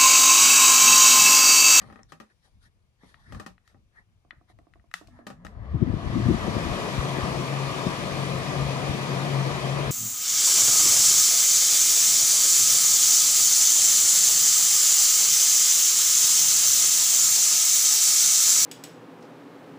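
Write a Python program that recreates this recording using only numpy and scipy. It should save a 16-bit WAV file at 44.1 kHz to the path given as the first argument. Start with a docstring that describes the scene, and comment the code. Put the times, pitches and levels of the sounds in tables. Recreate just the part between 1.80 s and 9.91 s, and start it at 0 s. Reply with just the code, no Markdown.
"""Small desk fan switched on, close up

In a furnished room a hand grips and shifts a plastic fan: skin rubs, the case rattles, the switch
clicks. The motor kicks on with a thump, buzzes, then whines and hums as the rotor spins up. Air rushes
off the blades, hisses through the grille and buffets two hand-held microphones."""
import sys
import numpy as np
from scipy import signal
from scipy.fft import rfft, irfft, next_fast_len
from scipy.io import wavfile
from scipy.ndimage import uniform_filter1d, map_coordinates

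SR = 44100
rng = np.random.default_rng(int(sys.argv[2]) if len(sys.argv) > 2 else 0)


def put_to_file(sound):
    """Save the sound as 16-bit audio at rate SR, in the file named by the first command-line argument."""
    columns = np.atleast_2d(sound).T  # one column per channel
    safe = np.clip(columns, -1, 1)
    whole_steps = np.round(safe * 32767)
    wavfile.write(sys.argv[1], SR, whole_steps.astype(np.int16))


N = 357651
TIME = np.arange(N) / SR
TOP_HZ, POWER_ON_S = 14400, 3.285


def amp(db):
    return 10 ** (np.asarray(db) / 20)


def along(points, hz):
    """Table columns interpolated over log frequency."""
    f, *cols = np.transpose(points)
    return np.squeeze([np.interp(np.log(hz + 1), np.log(f + 1), c) for c in cols])


def curve(points):
    return np.interp(TIME, *np.transpose(points))


def gate(start_s, fade_s):
    return np.clip((TIME - start_s) / fade_s, 0, 1)


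def wobble(rate_hz):
    """Smooth random curve."""
    return map_coordinates(rng.standard_normal(int(N * rate_hz / SR) + 4), [TIME * rate_hz])


def filtered(x, response):
    n = x.shape[-1]
    m = next_fast_len(n + 8192)
    return irfft(rfft(x, m) * response(np.fft.rfftfreq(m, 1 / SR)), m)[..., :n]


def panned(db):
    """Left and right gains, mean 1."""
    left = 2 / (1 + amp(-db))
    return np.array([[left], [2 - left]])


# Stereo image, wide in the middle, mono in the top treble:
# (frequency [Hz], coherence [0-1], left lead [rad], left over right [dB])
STEREO_IMAGE = [(60.4, 0.55, 0.8, 2.5), (139, 0.77, 0.4, 5), (460, 0.84, 1, 8), (840, 0.39, 0.5, 7),
                (1170, 0.88, 1, 1.5), (1700, 0.39, 3.5, 4.5), (1993, 0.72, 4, 0.5), (2545, 0.45, 8, 2.5),
                (3820, 0.26, 9, 5), (5100, 0, 5, 8.5), (6850, 0.43, 5, 7.5), (7350, 0.1, 5, 1),
                (8620, 0.7, 0.8, 4), (9950, 0.57, 1.5, -1.5), (11600, 1, -2.5, -1), (14700, 1, -1, 0.5)]
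def noise(spectrum, patchy_db):
    """Patchy coloured stereo noise; the channel mean has rms 1."""
    cells = signal.stft(rng.standard_normal((3, N)), nperseg=512)[2]
    patches = uniform_filter1d(rng.standard_normal(cells.shape[1:]), size=6, axis=0)
    patches = uniform_filter1d(patches, size=12, axis=1)
    patches /= np.sqrt(np.mean(patches ** 2))
    common, *own = signal.istft(cells * amp(patchy_db * patches), nperseg=512)[1][:, :N]

    def heard(hz, shared):
        coherence, lead_rad, pan_db = along(STEREO_IMAGE, hz)
        coherence = np.clip(coherence, 0, 1)
        side = np.array([[.5], [-.5]])
        share = np.sqrt(coherence) * np.exp(1j * side * lead_rad) if shared else np.sqrt(1 - coherence)
        return share * amp(along(spectrum, hz) + side * pan_db)
    pair = filtered(common, lambda hz: heard(hz, True))
    pair += filtered(np.array(own), lambda hz: heard(hz, False))
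    return pair / np.std(pair.mean(axis=0))


def knocks(events, modes, snap, blow_t60_s, pan_db, thud_db, room_db, room_t60_s, soft=0):
    """A snap and a burst ring the modes, with crack, desk thud and echo; soft dulls low-treble blows."""
    def body(f, damp=1):
        ring = sum((-1) ** k * amp(db) * 1j * f * width / (hz * hz - f * f + 1j * f * width * damp)
                   for k, (hz, width, db) in enumerate(modes))
        return ring / (1 + 1j * f / 6500) ** 2

    def bright(f):
        return (1j * f / (2500 + 1j * f)) ** 2 / (1 + 1j * f / 6000) ** 3

    def unit_peak(x):
        return x / np.max(np.abs(x))

    out, t = np.zeros((2, N + SR)), np.arange(SR // 4) / SR
    for s, db, treble_db in events:
        white = rng.standard_normal((3, len(t)))
        detune, thud_hz = amp(0.21 * white[2, 0]), 200 * amp(white[1, 0])
        blow = white[0] * amp(-60 * t / blow_t60_s) * (1 - np.exp(-t / 0.00067))
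        hit = blow + snap * np.exp(-((t - 0.001) / 0.00005) ** 2)
        echo = white[1:] * amp(room_db - 60 * t / room_t60_s) * (1 - np.exp(-t / 0.00036))
        ring = filtered(hit * panned(pan_db), lambda f: body(f * detune))
        ring += filtered(echo, lambda f: 2 * body(f, damp=1.8) / (1 + 1j * f / 1500))  # walls blur, dull
        cutoff_hz = TOP_HZ * amp(soft * treble_db)
        ring = filtered(ring, lambda f: 1 / (1 + 1j * f / cutoff_hz) ** 2)
        crack = filtered(blow * panned(pan_db + 3) + echo, bright)  # left port faces the treble
        thud = np.sin(2 * np.pi * thud_hz * t) * amp(-60 * t / 0.22)
        thud *= 1 - np.exp(-(t / 0.0091) ** 2)  # desk answers late
        knock = unit_peak(ring) + amp(treble_db) * unit_peak(crack) + amp(thud_db) * unit_peak(thud)
        out[:, round(s * SR):][:, :len(t)] += amp(db) * knock
    return out[:, :N]


# Room noise spectra: (frequency [Hz], relative density [dB])
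ROOM_RUMBLE_SPECTRUM = [(15, -39), (25, -3.5), (49, -3), (124, -9), (145, -13.5), (203, -19), (500, -40.5),
                        (650, -51), (1100, -120)]
ROOM_HISS_SPECTRUM = [(180, -29), (300, -2.5), (2830, -10), (4090, -14), (12500, -22.5), (14200, -27)]
def room():
    """Low rumble and faint even hiss."""
    rumble = amp(-64.5 + 3.8 * wobble(24)) * noise(ROOM_RUMBLE_SPECTRUM, patchy_db=2)
    return rumble + amp(-79.5) * noise(ROOM_HISS_SPECTRUM, patchy_db=1)


# Noise swells: (peak time [s], length [s], rub [dB], thump [dB], hiss [dB])
SWELLS = [(0.034, 0.54, -59, -51, -71.5), (0.308, 0.065, -69, -63, -70), (0.51, 0.044, -67, -85, -86),
          (0.658, 0.095, -68, -71, -74.5), (0.847, 0.11, -68.5, -82, -71.5), (1.276, 0.23, -63, -67, -71.5),
          (1.427, 0.46, -69.5, -62, -77), (1.568, 0.27, -60.5, -45.5, -71), (1.892, 0.14, -69, -77, -76),
          (2.18, 0.14, -64, -70, -79), (0.6, 1, -87, -85, -83.5), (2.704, 0.073, -69, -76, -74),
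          (3.312, 0.17, -81, -50, -94), (3.375, 0.15, -65.5, -62, -79)]
# Swell spectra: (frequency [Hz], relative density [dB])
RUB_SPECTRUM = [(300, -12.5), (780, -2.5), (1550, -1), (1880, 6), (2200, -9), (3200, -24), (5000, -120)]
THUMP_SPECTRUM = [(25, -22), (50, 3.5), (100, 4), (160, -6.5), (260, -11.5), (500, -30), (1100, -120)]
HIGH_HISS_SPECTRUM = [(1500, -60), (3200, -0.5), (3850, 2), (5500, -5.5), (7500, -12.5), (9700, -6),
                      (14200, -21)]
def rubs_and_thumps():
    """A hand rubs and grips; faint background hiss in the first second; the motor's kick at 3.312 s."""
    rub_gain, thump_gain, hiss_gain = sum(
        np.outer(amp(levels_db), np.cos(np.pi * np.clip((TIME - s) / length_s, -.5, .5)) ** 2)
        for s, length_s, *levels_db in SWELLS)
    thump = thump_gain * amp(2.5 * wobble(24.7)) * noise(THUMP_SPECTRUM, patchy_db=2.5)
    flicker = amp(wobble(90))
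    rub = rub_gain * noise(RUB_SPECTRUM, patchy_db=5)
    hiss = hiss_gain * noise(HIGH_HISS_SPECTRUM, patchy_db=2.5)
    return thump + flicker * (rub + hiss)


# Knocks and a switch click: (time [s], level [dB], relative treble [dB])
PLASTIC_HITS = [(0.015, -37, -10), (0.039, -38, -32), (0.085, -42, -31), (0.099, -36, -24),
                (0.124, -36, -17), (0.157, -36.5, -18), (0.19, -41.5, -22), (0.32, -31.5, -8.5),
                (0.4, -33, -10.5), (1.233, -41, -38), (1.522, -32.5, -9), (1.546, -32.5, -12),
                (1.597, -28.5, -7), (1.662, -28.5, -9), (1.944, -47, -34), (3.467, -26, -10),
                (3.501, -32, -13.5), (3.648, -31, -10)]
# Case resonances: (frequency [Hz], width [Hz], gain [dB])
CASE_MODES = [(227, 49, 0.5), (603, 55, -5), (788, 19, -0.5), (1228, 95, -2.5), (1858, 87, -3.5),
              (2514, 135, -13), (3274, 74, -10), (3770, 61, -21)]
def plastic_knocks():
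    """Plastic knocks, and a sharp switch click at 3.467 s as the fan starts."""
    return knocks(PLASTIC_HITS, CASE_MODES, snap=4, blow_t60_s=0.047, pan_db=11,
                  thud_db=-19, room_db=-3, room_t60_s=0.17, soft=0.66)


# Tick: (time [s], level [dB], relative treble [dB])
TICK_HITS = [(0.231, -39.5, -16)]
# Tick resonances: (frequency [Hz], width [Hz], gain [dB])
TICK_MODES = [(1860, 120, -6), (5480, 150, 9), (7300, 660, 4)]
def tick():
    """One thin, bright tick."""
    return knocks(TICK_HITS, TICK_MODES, snap=6, blow_t60_s=0.01, pan_db=16,
                  thud_db=-60, room_db=-13, room_t60_s=0.22)


# Clicks: (time [s], level [dB], relative treble [dB])
SWITCH_HITS = [(1.342, -35.5, -45), (1.779, -44.5, -45), (1.876, -44.5, -3), (2.507, -26, -45),
               (2.787, -46.5, -13), (2.936, -41, -18.5), (2.996, -50, -26), (3.113, -37.5, -14),
               (3.139, -14, -10.5), (3.272, -57, 12), (3.666, -28.5, -12)]
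# Switch resonances: (frequency [Hz], width [Hz], gain [dB])
SWITCH_MODES = [(710, 130, -10), (1290, 150, 1), (1920, 155, 5), (2600, 110, -5.5), (2990, 110, -7),
                (3440, 62, -8), (4020, 200, -7)]
def switch_clicks():
    """Switch and grille click under short, hard blows."""
    return knocks(SWITCH_HITS, SWITCH_MODES, snap=3.4, blow_t60_s=0.013, pan_db=10.5,
                  thud_db=-41.5, room_db=-16, room_t60_s=0.26)


# Taps: (time [s], level [dB])
TAP_HITS = [(2.448, -50.5), (2.529, -51), (2.611, -48.5), (2.698, -47), (2.787, -45), (2.868, -46.5),
            (2.956, -47.5), (3.04, -52), (3.212, -37), (3.283, -45.5), (3.389, -36.5)]
# Hollow resonances: (frequency [Hz], width [Hz], gain [dB])
TAP_MODES = [(312, 40, 2.5), (700, 45, 2), (1137, 130, -8.5)]
def tapping(treble_db=-32):
    """Soft, even, hollow taps."""
    hits = [(s, db, treble_db) for s, db in TAP_HITS]
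    return knocks(hits, TAP_MODES, snap=3.8, blow_t60_s=0.031, pan_db=-8,
                  thud_db=-24, room_db=-11.5, room_t60_s=0.27)


def rotor_speed(half_speed_s=3.909, spin_up_s=0.295):
    """S-shaped run-up, as a share of full speed."""
    return 1 / (1 + np.exp((half_speed_s - TIME) / spin_up_s))


def tone(cycles, rms_db, blur_rad, pan_db, lead_rad):
    """Stereo sine with wandering phase."""
    phase = 2 * np.pi * cycles + blur_rad * wobble(12)
    pair = np.sin([phase + lead_rad / 2, phase - lead_rad / 2])
    return np.sqrt(2) * amp(rms_db) * panned(pan_db) * pair


# Hum throb: (time [s], level [dB])
HUM_LEVELS = [(3.55, -67), (3.94, -29), (4.1, -48), (4.43, -25.5), (4.55, -46), (5.03, -49), (5.15, -33),
              (5.64, -37), (5.78, -27.5), (5.95, -36), (6.25, -41.5), (6.45, -32), (6.63, -37.5),
              (6.8, -30.5), (7.24, -36.5), (7.6, -25.5), (7.8, -37), (7.97, -27), (8.11, -31)]
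# Blade tones: (multiple of rotor rate, level at full speed [dB])
BLADE_ORDERS = [(4, -48.5), (8, -48.5)]
# Mains harmonics in the winding: (frequency [Hz], relative level [dB])
BUZZ_PARTIALS = [(240, 0), (1200, -19), (1320, -18), (1680, -16), (1800, -18)]
def motor(speed, full_hz=46.2, whine_peak_s=3.64, whine_width_s=0.21):
    """Winding buzz gives way to rotor tones; turbulent inflow blurs them and makes the hum throb."""
    turns = np.cumsum(full_hz * speed) / SR
    speed_db = 20 * np.log10(speed)
    hum = tone(2.97 * turns, curve(HUM_LEVELS) + 2 * wobble(25), blur_rad=0.8, pan_db=7, lead_rad=0.37)
    blades = sum(tone(order * turns, db + 11 * speed_db + 3 * wobble(5.9),
                      blur_rad=0.37, pan_db=17, lead_rad=0.22) for order, db in BLADE_ORDERS)
    whine_db = -53.5 - 10 * ((TIME - whine_peak_s) / whine_width_s) ** 2  # motor pulling up
    whine = tone(14 * turns, whine_db, blur_rad=0.56, pan_db=0, lead_rad=0.28)
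    buzz_db = -54 - 38 * speed
    buzz = sum(tone(hz * TIME, buzz_db + db, blur_rad=1.7, pan_db=-2, lead_rad=0.3)
               for hz, db in BUZZ_PARTIALS)
    return gate(POWER_ON_S, fade_s=0.035) * (hum + blades + whine + buzz)


# Stream between eddies: (time [s], level [dB])
STREAM_LEVELS = [(3.6, -53.5), (3.85, -40.5), (4.1, -41), (4.3, -34), (4.95, -39), (5.1, -49), (6.0, -50),
                 (6.9, -40), (7.3, -51), (8.11, -41)]
# Eddies: (time [s], level [dB], nominal frequency [Hz])
EDDIES = [(3.949, -16, 102), (4.024, -10.5, 145.2), (4.074, -19.5, 156), (4.091, -18.5, 72),
          (4.138, -18, 188), (4.163, -22, 119), (4.254, -28, 114), (4.459, -14.5, 116), (4.487, -10.5, 180),
          (4.51, -9, 218), (4.544, -13, 200), (4.645, -23, 150), (4.679, -17.5, 253), (4.765, -20.5, 230),
          (4.779, -24, 243), (4.853, -25.5, 83.6), (4.889, -23, 248), (4.909, -26, 80),
          (5.182, -19.5, 70.5), (5.384, -21, 201), (5.427, -22.5, 80.6), (6.065, -18.5, 174),
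          (7.098, -21, 75)]
# Wind spectra: (frequency [Hz], relative density [dB])
BUFFET_SPECTRUM = [(12, -50), (20, -16), (65, -1), (130, -7), (210, -22), (350, -120)]
FLUTTER_SPECTRUM = [(65, -39), (110, -10), (200, -6), (285, -8.5), (338, -8.5), (534, -45), (1540, -120)]
def wind(puff_lag_s=0.0056, puff_width_s=0.017, flutter_threshold_db=-43):
    """Air tumbles over the microphones; strong eddies slap for a cycle or two and drag a puff behind."""
    slaps, puffs, t = np.zeros((2, N + SR)), np.zeros(N), np.arange(SR // 10) / SR
    for s, db, hz in EDDIES:
        age = t * hz / 0.64
        eddy = (age * np.exp(1 - age)) ** 3 * np.sin(2 * np.pi * hz * t * (1.2 - 0.067 * age))
        slaps[:, round(s * SR):][:, :len(t)] -= amp(db) * panned(17) * eddy
        puff_db = db - 15.5 - 1.5 * np.log2(hz / 100)  # big slow eddies push more air
        puffs = np.maximum(puffs, amp(puff_db) * np.exp(-((TIME - s - puff_lag_s) / puff_width_s) ** 2))
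    gust = gate(POWER_ON_S, fade_s=0.42) * amp(curve(STREAM_LEVELS)) + puffs
    buffet = gust * amp(1.25 * wobble(20)) * noise(BUFFET_SPECTRUM, patchy_db=3)
    excess = np.maximum(gust - amp(flutter_threshold_db), 0)
    flutter = excess * amp(1 + 0.7 * wobble(50)) * noise(FLUTTER_SPECTRUM, patchy_db=4)
    return panned(4.3) * (buffet + flutter) + slaps[:, :N]


# Airflow spectra: (frequency [Hz], relative density [dB])
BLADE_SPECTRUM = [(60, -60), (100, -10.5), (160, -6), (250, -12.5), (405, -13.5), (700, -12.5),
                  (790, -17.5), (890, -19.5), (942, -15), (1200, -14), (1380, -22.5), (2000, -19.5),
                  (2600, -68)]
GRILLE_SPECTRUM = [(760, -30), (1300, -6.5), (1410, -34), (1980, -2.5), (2190, -4.5), (2480, 1), (2700, -6),
                   (3010, -3.5), (5940, -13), (7780, -16.5), (12000, -23), (13200, -24.5), (14300, -32)]
def airflow(speed, band_hz=2470, band_width_hz=120, band_opens_s=4.71):
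    """Blade rush and grille hiss grow steeply with speed, the top of the hiss most."""
    speed_db = 20 * np.log10(speed)
    swell_db = 0.3 * wobble(3)
    rush = amp(-32 + 2.65 * speed_db + swell_db) * noise(BLADE_SPECTRUM, patchy_db=1)
    hiss = noise(GRILLE_SPECTRUM, patchy_db=0.98)
    # One band opens as the microphones move round the fan.
    band = filtered(hiss, lambda hz: np.exp(-((hz - band_hz) / band_width_hz) ** 2))
    hiss -= 0.41 * (1 - gate(band_opens_s, fade_s=0.06)) * band
    top = filtered(hiss, lambda hz: 1 / (1 + (5000 / (hz + 1)) ** 4))
    return rush + amp(-41.5 + 3.75 * speed_db + swell_db) * (hiss - top + amp(2 * speed_db) * top)


def scene():
    speed = rotor_speed()
    return (room() + rubs_and_thumps() + plastic_knocks() + tick() + switch_clicks() + tapping()
            + motor(speed) + wind() + airflow(speed))


def record(dry):
    """The microphones lose the deepest bass; nothing passes above TOP_HZ."""
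    return filtered(dry, lambda hz: (1j * hz / (25 + 1j * hz)) ** 2 * (hz < TOP_HZ))


dry = scene()
out = record(dry)
put_to_file(out)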